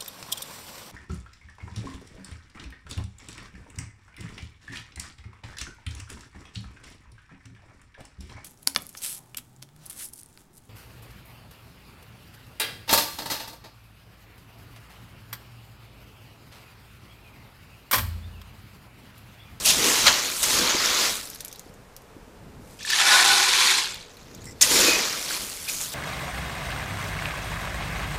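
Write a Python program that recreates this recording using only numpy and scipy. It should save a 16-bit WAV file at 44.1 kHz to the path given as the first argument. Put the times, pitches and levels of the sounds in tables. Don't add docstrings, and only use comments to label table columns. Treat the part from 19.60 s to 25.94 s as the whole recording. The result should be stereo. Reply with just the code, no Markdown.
import sys
import numpy as np
from scipy import signal
from scipy.fft import rfft, irfft, next_fast_len
from scipy.io import wavfile

SR = 44100
rng = np.random.default_rng(int(sys.argv[2]) if len(sys.argv) > 2 else 0)


def volts_from_db(level):
    exponent = np.asarray(level, float) / 20
    return 10 ** exponent


def log_audio(samples):
    frames = np.atleast_2d(samples).T
    limited = np.clip(frames, -1, 1)
    pcm = np.round(limited * 32767).astype(np.int16)
    wavfile.write(sys.argv[1], SR, pcm)


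N = 279594

# t/s, seed flow level/dB, rim depth (0 surface, 1 buried)
STROKES = [
    [(0.0, -34.5, 0.45), (0.04, -33, 0.18), (0.14, -27, .45), (0.26, -20.5, 0.42), (0.33, -23, 0.53),
     (0.446, -24.5, 0.5), (0.554, -24.5, 0.96), (0.79, -34.5, 0.067), (0.87, -26, .3), (0.966, -22.5, 0.45),
     (1.07, -23.5, 0.86), (1.188, -26, 0.96), (1.25, -23, .8), (1.294, -24.5, 0.8), (1.4, -23, 0.72),
     (1.49, -24.5, 0.57), (1.562, -34.5, 0.32), (1.69, -46, 0.18), (1.85, -55, 1), (2.1, -62, .4)],
    [(3.0, -72, .1), (3.096, -58.5, 0.12), (3.19, -58, .1)],
    [(4.5, -56.5, 1.0), (4.834, -54.5, 0.97), (4.938, -64, .9), (5.009, -52.5, 0.42)],
    [(5.011, -23.5, 0.12), (5.061, -26.5, 0.27), (5.14, -20.5, 0.43), (5.231, -20, .55), (5.3, -20.5, 0.68),
     (5.381, -25.5, 0.85), (5.547, -31, 0.61), (5.62, -34, .35), (5.72, -31, 0.4), (5.98, -40.5, 0.11),
     (6.06, -39, 0.14), (6.176, -38.5, .05), (6.31, -41.5, 0.12), (6.34, -34.5, .05)],
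]
# t/s, burst level/dB, rise/s, t60/s, wall level/dB re burst
SLAPS = [(0.042, -19, 0.017, 0.36, -14.5), (0.069, -20.5, 0.036, 0.17, -13.5),
         (0.454, -13.5, 0.016, 0.2, -1), (0.817, -21, 0.018, 0.11, -12), (5.01, -18, 0.0025, 0.31, -30.5),
         (6.075, -35, .015, 0.52, -11), (6.19, -36.5, 0.019, .4, -6.5)]
# t/s, level/dB, half length/s
GULPS = [(0.265, -31, 0.12), (1.02, -32, 0.069), (1.106, -39, 0.022), (1.154, -29.5, .02),
         (5.14, -30.5, 0.055), (5.22, -28, 0.074), (5.29, -27, .025), (5.38, -37, 0.1)]
# f/Hz, relative level/dB
BED_SPECTRUM = [(290, -31), (500, 2.5), (697, -7.5), (1190, -2), (1840, -3), (3890, 4), (6930, 2.5),
                (8490, -18), (12700, -7), (14900, -10), (15800, -21)]
# f/Hz, width/Hz, relative level/dB
CUP_AIR = [(272, 310, 4), (521, 90, 4)]
# f/Hz, width/Hz, level/dB, start t/s, length/s
CUP_MODES = [(6700, 250, -49, 4.808, 0.019), (2010, 37, -45.5, 4.862, 0.032), (5430, 250, -51, 4.86, 0.073),
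             (7400, 360, -51, 4.85, 0.079), (1946, 90, -31.5, 5.012, 0.037), (2055, 91, -34, 5.1, 0.019),
             (4330, 170, -32.5, 5.08, 0.098), (5500, 400, -30, 5.12, 0.11), (7100, 180, -28, 5.1, 0.18),
             (2514, 70, -26.5, 5.25, 0.13), (2500, 110, -34.5, 6.075, 0.027),
             (4000, 1500, -34, 6.08, 0.018), (6800, 960, -36.5, 6.09, 0.18)]
# t/s, seed flow level/dB
POUR = [(3.19, -43), (3.215, -42.5), (3.245, -41), (3.29, -28), (3.345, -24), (3.52, -18), (3.938, -22),
        (4.062, -19), (4.192, -25), (4.27, -33), (4.52, -57)]
# f/Hz, relative level/dB
STREAM_SPECTRUM = [(350, -50), (600, -29), (880, -3), (982, -5.5), (1270, -8), (1440, -3.5), (2460, -3),
                   (2860, -6.5), (3550, -1.5), (9390, -12), (15800, -28.5)]
# f/Hz, width/Hz, level/dB ahead of the flow gain, start t/s, length/s
PITCHER_MODES = [(385, 34, -26.5, 3.04, 4.7), (486, 77, -24, 3.6, 1.8), (813, 33, -11, 3.38, 0.48),
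                 (1040, 76, -14, 3.634, 0.62), (1061, 60, -9.5, 3.45, 0.2), (1480, 18, -7.5, 3.4, 0.47),
                 (1590, 38, -30, 3.3, 0.22), (1700, 92, -11.5, 3.36, 0.31), (2350, 200, -16.5, 3.3, 0.94),
                 (3500, 250, -12, 3.6, 1.5), (4040, 200, -12, 3.5, 0.99)]
# t/s, level/dB
TAPS = [(3.207, -37), (3.249, -23.5), (3.273, -27), (3.302, -20), (3.324, -18), (3.332, -13), (3.389, -21),
        (3.421, -16), (3.47, -17), (3.51, -16), (3.6, -14)]
# f/Hz, relative level/dB, t60/s
FLOOR_MODES = [(1760, 1, 0.03), (2510, -14, .015), (3400, -8, 0.016), (4600, -6, 0.024)]
# t/s, peak level/dB, husk ring f/Hz, tick gain/dB
STRAYS = [(0.468, -0.5, 4150, -32.5), (0.4805, -1.5, 3040, -35), (0.5276, -11, 4350, -25),
          (0.5393, -13, 4280, -30), (0.7786, -21, 4160, -5), (1.259, -10, 5500, -28),
          (1.5553, -15, 3700, -7), (1.7007, -20.5, 6450, -1), (1.7473, -26.5, 10300, -12),
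          (1.7584, -26, 5540, -1), (1.8066, -19.5, 11600, 9), (1.8107, -31, 4500, -6),
          (1.8487, -17, 12050, -3), (1.8584, -24, 11200, -6), (1.881, -23.5, 6980, -8),
          (1.915, -32, 5970, -9), (1.9276, -21.5, 6240, -3), (1.9589, -28, 5010, -6),
          (1.995, -22, 6560, -2), (2.1403, -40, 6740, -15), (2.365, -26.5, 5910, 4), (2.42, -39, 11100, -8),
          (3.2083, -37, 5500, -10), (3.251, -26.5, 5230, -18), (3.3036, -11.5, 4520, -18),
          (3.3883, -11, 3280, -16), (4.343, -24.5, 4090, -19), (4.5431, -39, 5736, -7),
          (4.5694, -36, 4280, -14), (4.7486, -31, 6630, -18), (4.8424, -34, 8050, -16),
          (4.8554, -31, 7900, -18), (4.911, -36, 6000, -25), (5.0102, -14, 5240, -26),
          (5.015, 0.5, 6550, -22), (5.022, -0.5, 6700, -26), (5.0265, -1, 5360, -26),
          (5.708, -21, 1520, -21), (5.7231, -24, 6270, -8), (6.0956, -21, 7100, -16.5),
          (6.2146, -19, 7200, -16)]
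# start t/s, end t/s, number of seeds, mean peak level/dB
DRIBBLES = [(1.56, 2.02, 12, -35), (3.2, 3.302, 6, -27), (4.24, 4.45, 10, -51)]
# t/s, starting level/dB, f/Hz
BUMPS = [(1.149, -20.5, 285), (2.064, -33.5, 312), (2.099, -35, 152), (2.566, -31, 298), (2.629, -36, 81),
         (2.679, -35.5, 241), (2.884, -38, 223), (2.985, -41.5, 272), (3.022, -40, 88), (3.1, -37, 124)]
# t/s, level/dB, half length/s
SWEEPS = [(0.0, -41, .1), (0.19, -39, 0.19), (0.46, -37, 0.077), (0.97, -39.5, 0.14), (1.5, -52, 0.062),
          (2.95, -47.5, .3), (3.7, -53, .2), (4.36, -50.5, 0.098), (4.84, -45.5, 0.31), (5.17, -39.5, 0.16),
          (5.85, -51, .07), (6.22, -50, .12)]
# f/Hz, relative level/dB
ROOM_AIR = [(12, -42.5), (20, 9), (70, -2.5), (357, -19.5), (422, 2.5), (678, -5), (873, -5), (2750, -15),
            (3250, -18), (6010, -20.5), (7730, -22), (10800, -25.5), (16000, -29)]
# f/Hz, level/dB re centre
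WIDTH = [(100, -15), (1000, -13.5), (5000, -12.5), (12000, -8)]

SIZE_SPREAD_DB = 2.5
FINE_DB, FINE_BURIED_DB = 2, -16
WALL_DB, WALL_BURIED_DB = -7.5, 3.5
LOOSE_AT_DB = -40
LOOSE_DB, LOOSE_FOLLOWS, LOOSE_BURIED_DB = -44.5, 0.77, -9
SLAP_FINE_DB = -1
CUP_AIR_DB = -16.5

POUR_FULL_DB = -18
POUR_FINE_DB, POUR_THIN_DULLS = -10, 0.26
WALL_FULL_S, WALL_BUILDS_DB_PER_S = 3.39, 67
POUR_WALL_DB, HEAP_DB_PER_S = -5, -2

DRIBBLE_HZ, DRIBBLE_SPREAD_DB, DRIBBLE_TICK_DB = (3450, 10000), 5, -31
RUMBLE_DB, RUMBLE_FOLLOWS = -54.5, 0.2
ROOM_AIR_DB = -52
WHINE_HZ, WHINE_DB = 12021, -82
ROOM_T60_S, ROOM_DB, WALL_CUT_HZ = 0.18, -21.5, 16000
CUTOFF_HZ = 16200


def scooping():
    flow_db, depth = in_time(STROKES)
    flow = volts_from_db(flow_db)
    burst, wall_burst = slaps()
    hits = contacts(flow_db, peak_per_s=14000, spread_db=SIZE_SPREAD_DB, clump_db=-0.5)

    rustle = np.hypot(flow, burst) * husks(hits, BED_SPECTRUM, 2454, 7860, sharp=16.2, count=20)

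    stirred = np.hypot(flow, burst * volts_from_db(SLAP_FINE_DB))
    fine_gain = stirred * volts_from_db(FINE_DB + FINE_BURIED_DB * depth)
    fine = fine_gain * husks(hits, BED_SPECTRUM, 7680, 10600, sharp=5.3, count=7)

    over = stirred / volts_from_db(LOOSE_AT_DB)
    loose_gain = np.minimum(over, over ** LOOSE_FOLLOWS) * volts_from_db(LOOSE_DB + LOOSE_BURIED_DB * depth)
    loose = loose_gain * husks(hits, BED_SPECTRUM, 11100, 15600, sharp=5.0, count=6)

    wall_gain = np.hypot(flow * volts_from_db(WALL_DB + WALL_BURIED_DB * depth), wall_burst)
    wall = wall_gain * husks(hits, BED_SPECTRUM, 575, 2333, sharp=8.9, count=14)

    hollow_gain = np.hypot(flow * volts_from_db(CUP_AIR_DB), swells(GULPS))
    hollow = hollow_gain * body(body(hits, CUP_AIR), CUP_AIR)
    return rustle + fine + loose + wall + hollow + rings(hits, CUP_MODES)


def slaps():
    t, burst, wall_burst = np.arange(N) / SR, np.zeros(N), np.zeros(N)
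    for s, db, rise, t60, wall_db in SLAPS:
        age = np.maximum(t - s, 0)
        decay = volts_from_db(db - 60 * np.maximum(age - rise, 0) / t60)
        envelope = decay * np.minimum(age / rise, 1)
        burst += envelope
        wall_burst += envelope * volts_from_db(wall_db)
    return burst, wall_burst


def pouring():
    t = np.arange(N) / SR
    flow_db, = in_time([POUR])
    fine_db = POUR_FINE_DB + POUR_THIN_DULLS * np.minimum(flow_db - POUR_FULL_DB, 0)
    wall_db = POUR_WALL_DB + HEAP_DB_PER_S * (t - POUR[0][0])
    wall_db += WALL_BUILDS_DB_PER_S * np.minimum(t - WALL_FULL_S, 0)
    hits = contacts(flow_db, peak_per_s=12000, spread_db=SIZE_SPREAD_DB, clump_db=-1.0)
    rustle = husks(hits, STREAM_SPECTRUM, 2312, 8040, sharp=20.6, count=20)
    fine = volts_from_db(fine_db) * husks(hits, STREAM_SPECTRUM, 8200, 11300, sharp=14.0, count=10)
    wall = volts_from_db(wall_db) * husks(hits, STREAM_SPECTRUM, 759, 2180, sharp=16.5, count=12)
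    return volts_from_db(flow_db) * (rustle + fine + wall + rings(hits, PITCHER_MODES))


def taps():
    out, age = np.zeros(N + 2000), np.arange(2000) / SR
    rise = np.minimum(age / 0.001, 1)
    strengths = rng.standard_normal((len(TAPS), len(FLOOR_MODES)))
    for (s, db), uneven in zip(TAPS, strengths):
        at = round(s * SR)
        for (hz, mode_db, t60), chance in zip(FLOOR_MODES, uneven):
            decay = volts_from_db(db + mode_db + 1.9 * chance - 60 * age / t60)
            out[at:at + 2000] += decay * rise * np.sin(2 * np.pi * hz * age)
    return out[:N]


def strays():
    seeds = STRAYS + dribbles()
    out, age = np.zeros(N + 2000), np.arange(2000) / SR
    noise = rng.standard_normal((len(seeds), 2000))
    tick_band = signal.butter(2, [3500, 15500], "band", fs=SR, output="sos")
    hit_and_patter = volts_from_db(-60 * age / 0.0018) + volts_from_db(-12 - 60 * age / 0.042)
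    for (s, db, hz, tick_db), draw in zip(seeds, noise):
        push = draw * hit_and_patter
        husk = resonance(resonance(push, hz, hz / 9.0), hz, hz / 0.5)
        sound = husk + volts_from_db(tick_db) * signal.sosfilt(tick_band, push)
        at = round(s * SR)
        out[at:at + 2000] += volts_from_db(db) * sound / np.abs(sound).max()
    return out[:N]


def dribbles():
    low, high = DRIBBLE_HZ
    rows = []
    for start, end, count, mean_db in DRIBBLES:
        for when, size, pitch in rng.random((round(count), 3)):
            s = start + (end - start) * when
            db = mean_db + DRIBBLE_SPREAD_DB * 2 * (size - 0.5)
            rows.append((s, db, low * (high / low) ** pitch, DRIBBLE_TICK_DB))
    return rows


def bumps():
    out, age = np.zeros(N + 2000), np.arange(2000) / SR
    for s, db, hz in BUMPS:
        at = round(s * SR)
        out[at:at + 2000] -= volts_from_db(db - 60 * age / 0.025) * np.sin(2 * np.pi * hz * age)
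    return out[:N]


def room(x):
    size = next_fast_len(N + SR // 2)
    turns = -2j * np.pi * np.arange(size // 2 + 1) / size
    dull = np.exp(-2 * np.pi * WALL_CUT_HZ / SR)
    walls = (1 - dull) / (1 - dull * np.exp(turns))
    lags = (rng.uniform(0.0036, 0.026, size=10) * SR).astype(int)
    echo = 0
    for k, lag in enumerate(lags):
        loop = volts_from_db(-60 * lag / SR / ROOM_T60_S) * walls * np.exp(lag * turns)
        echo = echo + (-1) ** k * loop / (1 - loop)
    return irfft(echo * rfft(x, size), size)[:N]


def background():
    hz = np.maximum(np.arange(N // 2 + 1) * SR / N, 1)
    air = rms_one(irfft(rfft(rng.standard_normal(N)) * volts_from_db(at_hz(ROOM_AIR, hz)), N))
    low_band = signal.butter(2, [25, 260], "band", fs=SR, output="sos")
    low = rms_one(signal.sosfilt(low_band, rng.standard_normal(N)))
    working = volts_from_db(RUMBLE_DB + RUMBLE_FOLLOWS * np.maximum(in_time(STROKES)[0] - RUMBLE_DB, 0))
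    rumble = np.hypot(working, swells(SWEEPS)) * volts_from_db(0.98 * drift(29)) * low
    whine = volts_from_db(WHINE_DB) * np.sqrt(2) * np.sin(2 * np.pi * WHINE_HZ * np.arange(N) / SR)
    return volts_from_db(ROOM_AIR_DB) * air + rumble + whine


def contacts(level_db, peak_per_s, spread_db, clump_db):
    per_s = peak_per_s * volts_from_db(0.51 * np.maximum(level_db - level_db.max(), -30))
    chance = np.minimum(per_s / SR, 1)
    strengths = volts_from_db(spread_db * np.minimum(rng.exponential(1, N), 5))
    sizes = strengths * rng.choice([-1, 1], N)
    clicks = sizes * (rng.random(N) < chance) / np.sqrt(chance)
    return rms_one(clicks) * volts_from_db(clump_db * drift(39))


def husks(clicks, spectrum, low_hz, high_hz, sharp, count):
    dealt, patches, out = rng.integers(0, count, N), volts_from_db(2.0 * drift(14.8)), 0
    for k, hz in enumerate(np.geomspace(low_hz, high_hz, count)):
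        feed = clicks * (dealt == k) * np.roll(patches, k * SR // 4)
        rung = resonance(feed, hz, hz / sharp)
        out = out + volts_from_db(at_hz(spectrum, hz)) * resonance(rung, hz, hz / 0.63)
    return rms_one(out)


def rings(clicks, modes):
    t, out, uneven = np.arange(N) / SR, np.zeros(N), volts_from_db(1.2 * drift(29))
    for k, (hz, width_hz, db, start, length) in enumerate(modes):
        span = slice(round(start * SR), round((start + length) * SR) + SR // 5)
        progress = np.minimum(t[span] - start, length).clip(0) / length
        swell = np.sin(np.pi * progress).clip(0) ** 0.12
        feed = clicks[span] * swell * np.roll(uneven, k * SR // 2)[span]
        out[span] += volts_from_db(db) * resonance(feed, hz, width_hz) / np.sqrt(np.pi * width_hz / SR)
    return out


def body(x, modes):
    return rms_one(sum((-1) ** k * volts_from_db(db) * resonance(x, hz, w) for k, (hz, w, db) in enumerate(modes)))


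def resonance(x, hz, width_hz):
    r = np.exp(-np.pi * width_hz / SR)
    top = np.array([1, 0, -1]) * (1 - r * r) / 2
    return signal.lfilter(top, [1, -2 * r * np.cos(2 * np.pi * hz / SR), r * r], x + 1e-18)


def swells(rows):
    t = np.arange(N) / SR
    return np.sqrt(sum(volts_from_db(2 * db) * np.exp(-4 * ((t - s) / half) ** 2) for s, db, half in rows))


def drift(rate):
    r = np.exp(-40 * np.pi * rate / SR)
    slow = signal.lfilter([1], [1, -2 * r, r * r], rng.standard_normal(N // 20 + 2002))[2000:]
    return np.interp(np.arange(N) / 20, np.arange(len(slow)), rms_one(slow))


def in_time(tables):
    t, level_db = np.arange(N) / SR, np.full(N, -120.)
    rows = np.concatenate(tables)
    for table in tables:
        s, level = np.transpose(table)[:2]
        level_db = np.maximum(level_db, np.interp(t, s, level, left=-120, right=-120))
    return [level_db] + [np.interp(t, rows[:, 0], column) for column in rows.T[2:]]


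def at_hz(points, hz):
    points_hz, db = np.transpose(points)
    return np.interp(np.log(hz), np.log(points_hz), db)


def rms_one(x):
    return x / np.sqrt(np.mean(x ** 2) + 1e-20)


def flicker(x, open_share, together):
    hz, s, frames = signal.stft(x, SR, "cosine", nperseg=2048)
    band = (12 * np.log1p(hz / 600)).astype(int)
    chance = rng.standard_normal((band.max() + 1, len(s)))
    chance = chance + together * rng.standard_normal(len(s))
    opened = chance > np.quantile(chance, 1 - open_share)
    turned = np.exp(2j * np.pi * rng.random(frames.shape))
    gain = volts_from_db(at_hz(WIDTH, np.maximum(hz, 1)))[:, None] * opened[band]
    return signal.istft(frames * turned * gain, SR, "cosine", nperseg=2048)[1][:N]


def scene():
    seeds = scooping() + pouring() + strays() + taps() + bumps()
    return np.tile(seeds + volts_from_db(ROOM_DB) * room(seeds) + background(), (2, 1))


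def band_limit(x):
    return signal.sosfilt(signal.butter(12, 16510, fs=SR, output="sos"), x)


def record(dry):
    rounded = 0.93 * np.tanh(np.arcsinh(dry / 0.93) * (1 + (dry / 1.6) ** 2))
    top_cut = signal.cheby2(10, 50, CUTOFF_HZ, fs=SR, output="sos")
    heard = signal.sosfilt(top_cut, rounded)
    side = flicker(heard[0], open_share=0.33, together=0.97)
    return band_limit(heard + side * [[1], [-1]])


dry = scene()
out = record(dry)
log_audio(out)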